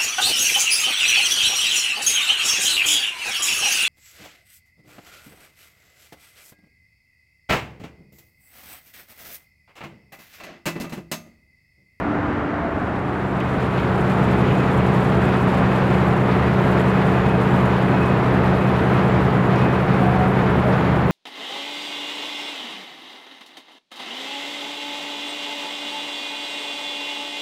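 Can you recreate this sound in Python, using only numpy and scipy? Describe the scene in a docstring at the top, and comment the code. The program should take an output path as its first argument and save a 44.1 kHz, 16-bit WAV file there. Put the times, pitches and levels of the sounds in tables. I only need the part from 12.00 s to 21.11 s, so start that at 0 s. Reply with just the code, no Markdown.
"""Quayside in a cargo port

The microphone opens at a far berth, where a crane hoists, then fades across to a moored ship's side.
Close up, the diesel generator drones; two more ship's engines and other machinery hum, their overtones
beating, over the air roar of ventilators and the open port. Water spatters faintly, a dry bearing
whines, and along the quay crane steel groans as it slips, steel knocks and mooring gear squeaks."""
import sys
import numpy as np
from scipy import signal
from scipy.fft import rfft, irfft
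from scipy.io import wavfile

SR = 44100
rng = np.random.default_rng(int(sys.argv[2]) if len(sys.argv) > 2 else 0)


def pcm_store(signal):
    """Save signal as 16-bit PCM."""
    levels = np.round(np.clip(np.atleast_2d(signal), -1, 1) * 32767)
    wavfile.write(sys.argv[1], SR, levels.astype(np.int16).T)


N = 401751
T = np.arange(N) / SR

# Levels of ship, water, hoist and roar hold with the microphone at their own position, fully faded in.
# generator exhaust note: multiple of the firing rate, level/dB
EXHAUST_ORDERS = [(1, -47), (2, -23), (3, -22.5), (3.25, -36), (4, -35), (5, -49), (6, -44), (6.5, -36),
                  (6.75, -40), (7, -33.5), (8, -46.5)]
# new loads that briefly slow the generator: deepest at t/s, half-length/s, sag in f/Hz
GENERATOR_LOADS = [(1.766, 0.1707, 1.1), (9.08, 0.255, 1.78)]
# hum of two more ship's engines and other machinery, close overtones beating: f/Hz
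MACHINE_PITCHES = [75.1, 77.5, 90.3, 105.4, 136, 149.2, 155, 180.3, 272, 316, 351, 361, 376, 451, 498.5]
# the same tones of the hum: level/dB
MACHINE_LEVELS = [-33, -37, -40.5, -44.5, -31.5, -40.5, -30.5, -37.5, -39, -54, -36.5, -35.5, -56, -42,
                  -41.5]
# hoist motor tone: harmonic number, relative level/dB
HOIST_HARMONICS = [(1, -1.5), (6, -22)]
# slips of crane steel: peak t/s, half-length/s, f/Hz, glide/(Hz/s), level/dB
STEEL_SLIPS = [(.61, 0.1, 671, -9, -27), (0.839, .1, 644, -39.5, -34), (7.53, .1, 693, 0, -29.5),
               (7.877, .08, 787, 1, -29), (8.025, .045, 727, -60.5, -21), (8.094, 0.025, 708, 199, -21.5),
               (8.188, 0.063, 739, -40, -21.5), (8.44, .05, 703, -100, -30), (8.7, 0.073, 622, 0, -27)]
# echoes off hull and sheds: delay t/s, relative level/dB
QUAY_ECHOES = [(.047, -13), (.11, -10), (.19, -11)]
# steel knocks on the quay: t/s, level/dB, ring f/Hz, decay/s
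STEEL_KNOCKS = [(0.053, -28, 262, 0.026), (1.403, -32, 2450, 0.022), (1.775, -41, 3230, 0.043),
                (2.48, -33, 2500, .05), (4.315, -43, 3993, 0.014), (7.557, -47, 4990, .018),
                (8.418, -50, 5220, 0.011)]
# squeaks of mooring gear: t/s, f/Hz, level/dB
MOORING_SQUEAKS = [(5.52, 7570, -63), (5.74, 7560, -69), (7.11, 7450, -61)]
# swells of the dry bearing's whine: peak t/s, half-length/s, level/dB
BEARING_RUBS = [(1.45, .06, -47), (1.8, .07, -43.5), (2.5, .2, -49), (3.35, 0.18, -45), (3.72, 0.18, -49),
                (4.42, .12, -55), (4.95, 0.092, -45.5), (5.278, .13, -45), (6.02, .11, -41.5),
                (6.65, .11, -48), (7.0, .11, -49), (7.65, .12, -42), (8.15, .15, -54)]
# flares of its thin squeal: peak t/s, level/dB
BEARING_SQUEALS = [(2.56, -60), (3.7, -72), (5.25, -71), (5.72, -68.5), (7.45, -72), (8.82, -71)]
# spectrum of coarse drops: f/Hz, relative level/dB
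DROP_SPECTRUM = [(2500, 5), (5500, -9), (7300, 1), (9500, -5.5), (12000, -15), (15700, -22)]
# spectrum of fine spray: f/Hz, relative level/dB
SPRAY_SPECTRUM = [(5000, -11), (10000, 2.5), (12000, -0.5), (13600, 0), (15700, -11)]
# single sharp splashes: t/s, level/dB before their trim
BIG_DROPS = [(2.864, -42), (3.0444, -42), (3.4094, -43), (5.655, -42), (6.0574, -41), (7.0794, -44),
             (7.5577, -44)]
# roar of the open port at the far berth: f/Hz, relative level/dB
PORT_SPECTRUM = [(25, -18), (78, 3), (150, -1), (245, 3.5), (380, -1), (480, -5.5), (700, -2.5), (950, -6),
                 (1350, -6.5), (2000, -14.5), (3000, -28), (5000, -43.5), (9000, -56), (15000, -82)]
# roar of the ventilators at the ship's side: f/Hz, relative level/dB
VENTILATOR_SPECTRUM = [(25, -22), (40, -7.5), (70, -3.5), (130, 2), (270, 0.5), (500, -2.5), (720, -2.5),
                       (1250, -6.5), (2000, -13.5), (3500, -26.5), (5500, -41), (8000, -51), (15000, -60)]


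def generator(firing_hz, waver_db, phase_wander, sag_db_per_hz):
    """Diesel exhaust, its orders locked to the crankshaft; moving air unsteadies the higher ones most."""
    sag_hz = sum(hz * swell(s, half_s) for s, half_s, hz in GENERATOR_LOADS)
    firing = turns(firing_hz - sag_hz)
    exhaust = 0
    for order, db in EXHAUST_ORDERS:
        phase = order * (firing + phase_wander * drift(1.9)) + 2 * np.pi * rng.random()
        exhaust += from_db(db + waver_db * np.sqrt(order) * drift(2.1)) * np.sin(phase)
    return np.sqrt(2) * from_db(-sag_db_per_hz * sag_hz) * exhaust  # softer as it slows


def machinery_hum():
    """Two more ship's engines and other machinery, heard from the quay, their overtones beating."""
    tones = zip(MACHINE_PITCHES, MACHINE_LEVELS)
    return sum(from_db(db) * tone(hz, wander=0.0012, waver_db=1.5) for hz, db in tones)


def deck_fan(hz, closest_db, pass_s, pass_half_s):
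    """A deck fan sings, loudest as the microphone passes it."""
    distance = np.hypot(1, (T - pass_s) / pass_half_s)  # 1 at the closest point
    return from_db(closest_db) / distance * tone(hz, wander=0.0079, waver_db=4.5)


def hoist(start_s, hz, run_up_hz, run_up_s, load_db, load_s, hum_db):
    """An electric winch at the far berth runs up to speed, loud as it takes the load, then hums on."""
    lag = np.exp(-np.maximum(T - start_s, 0) / run_up_s)
    shaft = turns(hz - run_up_hz * lag)
    effort = from_db(hum_db) + from_db(load_db) * swell(start_s, load_s)
    motor = sum(from_db(db) * np.sqrt(2) * np.sin(k * shaft) for k, db in HOIST_HARMONICS)
    return (1 - lag) * effort * motor


def crane_groans(slip_jitter):
    """Steel slips unevenly on steel; hull and sheds throw the sound back to the microphone."""
    rasp = 1 + 0.45 * drift(90)
    unsteady = 1 + slip_jitter * drift(63)
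    direct = 0
    for s, half_s, hz, glide, db in STEEL_SLIPS:
        pitch_hz = (hz + glide * (T - s)) * unsteady
        direct += from_db(db) * swell(s, half_s) * rasp * np.sin(turns(pitch_hz))
    return direct + sum(from_db(db) * np.interp(T - lag, T, direct, left=0) for lag, db in QUAY_ECHOES)


def steel_knocks(spread):
    """Each blow on the quay rings a dense cluster of quickly damped modes."""
    blows = 0
    for s, db, hz, decay_s in STEEL_KNOCKS:
        blows += from_db(db) * decay(s, decay_s) * noise_band(hz / (1 + spread), hz * (1 + spread))
    return blows


def bearing(whine_hz, whine_rest_db, squeal_hz, squeal_rest_db, squeal_half_s):
    """A fluttering whine by the ship; dry rubbing keeps a narrow high resonance ringing above it."""
    rubs = sum(from_db(db) * swell(s, half_s) for s, half_s, db in BEARING_RUBS)
    flares = sum(from_db(db) * swell(s, squeal_half_s) for s, db in BEARING_SQUEALS)
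    flutter = from_db(2 * drift(22))
    whine = np.sqrt(2) * flutter * np.sin(turns(whine_hz * (1 + 0.0024 * drift(26))))
    squeal = noise_band(squeal_hz - 45, squeal_hz + 45)
    return (from_db(whine_rest_db) + rubs) * whine + (from_db(squeal_rest_db) + flares) * squeal


def water(drops_db, loss_db_per_s, spray_db, surge_db):
    """Drops and spray surge together by the hull; the drops fade as the microphone turns away."""
    surge = from_db(surge_db * drift(22))
    coarse = coloured(surge * impacts(per_s=9000, size_spread_db=4), DROP_SPECTRUM)
    fine = coloured(surge * impacts(per_s=17000, size_spread_db=5), SPRAY_SPECTRUM)
    return from_db(drops_db - loss_db_per_s * T) * coarse + from_db(spray_db) * fine


def splashes(decay_s, trim_db):
    """A bigger drop bursts in a short bright tick."""
    bursts = sum(from_db(db + trim_db) * decay(s, decay_s) for s, db in BIG_DROPS)
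    return bursts * noise_band(2500, 11000)


def mooring_squeaks(half_s):
    """Mooring gear sticks and slips in faint high chirps."""
    chirps = 0
    for s, hz, db in MOORING_SQUEAKS:
        chirp = np.sqrt(2) * np.sin(turns(hz * (1 + 0.007 * drift(120))))
        chirps += from_db(db + 2 * drift(60)) * swell(s, half_s) * chirp
    return chirps


def roar(spectrum, db, sway_db, flutter_db):
    """Turbulent air; the breeze makes its upper part come and go, and the hiss can flutter."""
    noise = coloured(rng.standard_normal(N), spectrum)
    sway = highs(noise, 900) * (from_db(sway_db * drift(5.7)) - 1)
    flutter = highs(noise, 3000) * (from_db(flutter_db * drift(26)) - 1)
    return from_db(db) * (noise + sway + flutter)


def tone(hz, wander, waver_db):
    """One machine tone, a little unsteady in pitch and loudness; rms about 1."""
    gain = from_db(waver_db * drift(3))
    return np.sqrt(2) * gain * np.sin(turns(hz * (1 + wander * drift(3.04))))


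def impacts(per_s, size_spread_db):
    """Dense tiny drop impacts of uneven size."""
    sizes = from_db(size_spread_db * np.minimum(rng.exponential(1, N), 4))
    return sizes * rng.choice([-1, 1], N) * (rng.random(N) < per_s / SR)


def swell(peak_s, half_s):
    """A smooth rise and fall of height 1."""
    return np.exp(-((T - peak_s) / half_s) ** 2)


def decay(start_s, decay_s):
    """A sudden onset of height 1 that dies away."""
    return (T >= start_s) * np.exp(-np.abs(T - start_s) / decay_s)


def drift(rate_hz):
    """Random wander: twice smoothed noise of spread 1, one point every 100 samples."""
    pole = np.exp(-200 * np.pi * rate_hz / SR)
    noise = rng.standard_normal(N // 100 + 2002)
    slow = signal.lfilter([1], [1, -2 * pole, pole * pole], noise)[2000:]
    return np.interp(np.arange(N) / 100, np.arange(len(slow)), rms_one(slow))


def turns(hz):
    """Running phase of a frequency, from a random start."""
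    return 2 * np.pi * (np.cumsum(hz * np.ones(N)) / SR + rng.random())


def coloured(x, spectrum):
    """Give a steady sound a spectrum; rms 1."""
    hz, db = np.transpose(spectrum)
    f = np.maximum(np.fft.rfftfreq(N, 1 / SR), 1)
    gain = from_db(np.interp(np.log(f), np.log(hz), db)) * np.minimum(f / hz[0], 1) ** 2
    return rms_one(irfft(rfft(x) * gain, N))


def noise_band(low_hz, high_hz):
    """Gently band-passed noise; rms 1."""
    bandpass = signal.butter(2, [low_hz, high_hz], "band", fs=SR, output="sos")
    return rms_one(signal.sosfilt(bandpass, rng.standard_normal(N)))


def highs(x, hz):
    """The part above hz, with no phase shift."""
    return signal.sosfiltfilt(signal.butter(2, hz, "high", fs=SR, output="sos"), x)


def from_db(db):
    """Decibels to gain."""
    return 10 ** (np.asarray(db) / 20)


def rms_one(x):
    """Scale to unit rms."""
    return x / np.sqrt(np.mean(x ** 2) + 1e-20)


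def scene(fade_start_s=0.41, fade_length_s=1.91):
    """Two microphone positions: the far berth gives way to the ship's side; the steel carries to both."""
    far = roar(PORT_SPECTRUM, db=-23, sway_db=0.5, flutter_db=0)
    far += hoist(start_s=0.0444, hz=296.2, run_up_hz=20, run_up_s=0.018,
                 load_db=-24, load_s=0.19, hum_db=-31.5)
    near = roar(VENTILATOR_SPECTRUM, db=-20, sway_db=0.63, flutter_db=1.3) + machinery_hum()
    near += deck_fan(hz=980, closest_db=-39.5, pass_s=5.9, pass_half_s=0.41)
    near += bearing(whine_hz=2528, whine_rest_db=-55.5,
                    squeal_hz=6820, squeal_rest_db=-74, squeal_half_s=0.11)
    drone = generator(firing_hz=62.72, waver_db=0.04, phase_wander=0.047, sag_db_per_hz=1.5)
    steel = crane_groans(slip_jitter=0.015) + steel_knocks(spread=0.21) + mooring_squeaks(half_s=0.036)
    near += water(drops_db=-52, loss_db_per_s=0.84, spray_db=-61, surge_db=2.04)
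    near += splashes(decay_s=0.0087, trim_db=-5)
    arrived = np.clip((T - fade_start_s) / fade_length_s, 0, 1)
    far_gain = (1 - arrived) ** 0.71
    near_gain = np.maximum(arrived, from_db(-20.5))  # the ship carries faintly to the far berth
    drone_gain = near_gain ** 1.25  # the drone comes in later than the ventilators
    return (far_gain * far + near_gain * near + drone_gain * drone + steel)[None]


def record(dry):
    """The microphone signal is cut steeply above 15.7 kHz."""
    return signal.sosfilt(signal.ellip(14, 0.2, 80, 15700, fs=SR, output="sos"), dry)


dry = scene()
out = record(dry)
pcm_store(out)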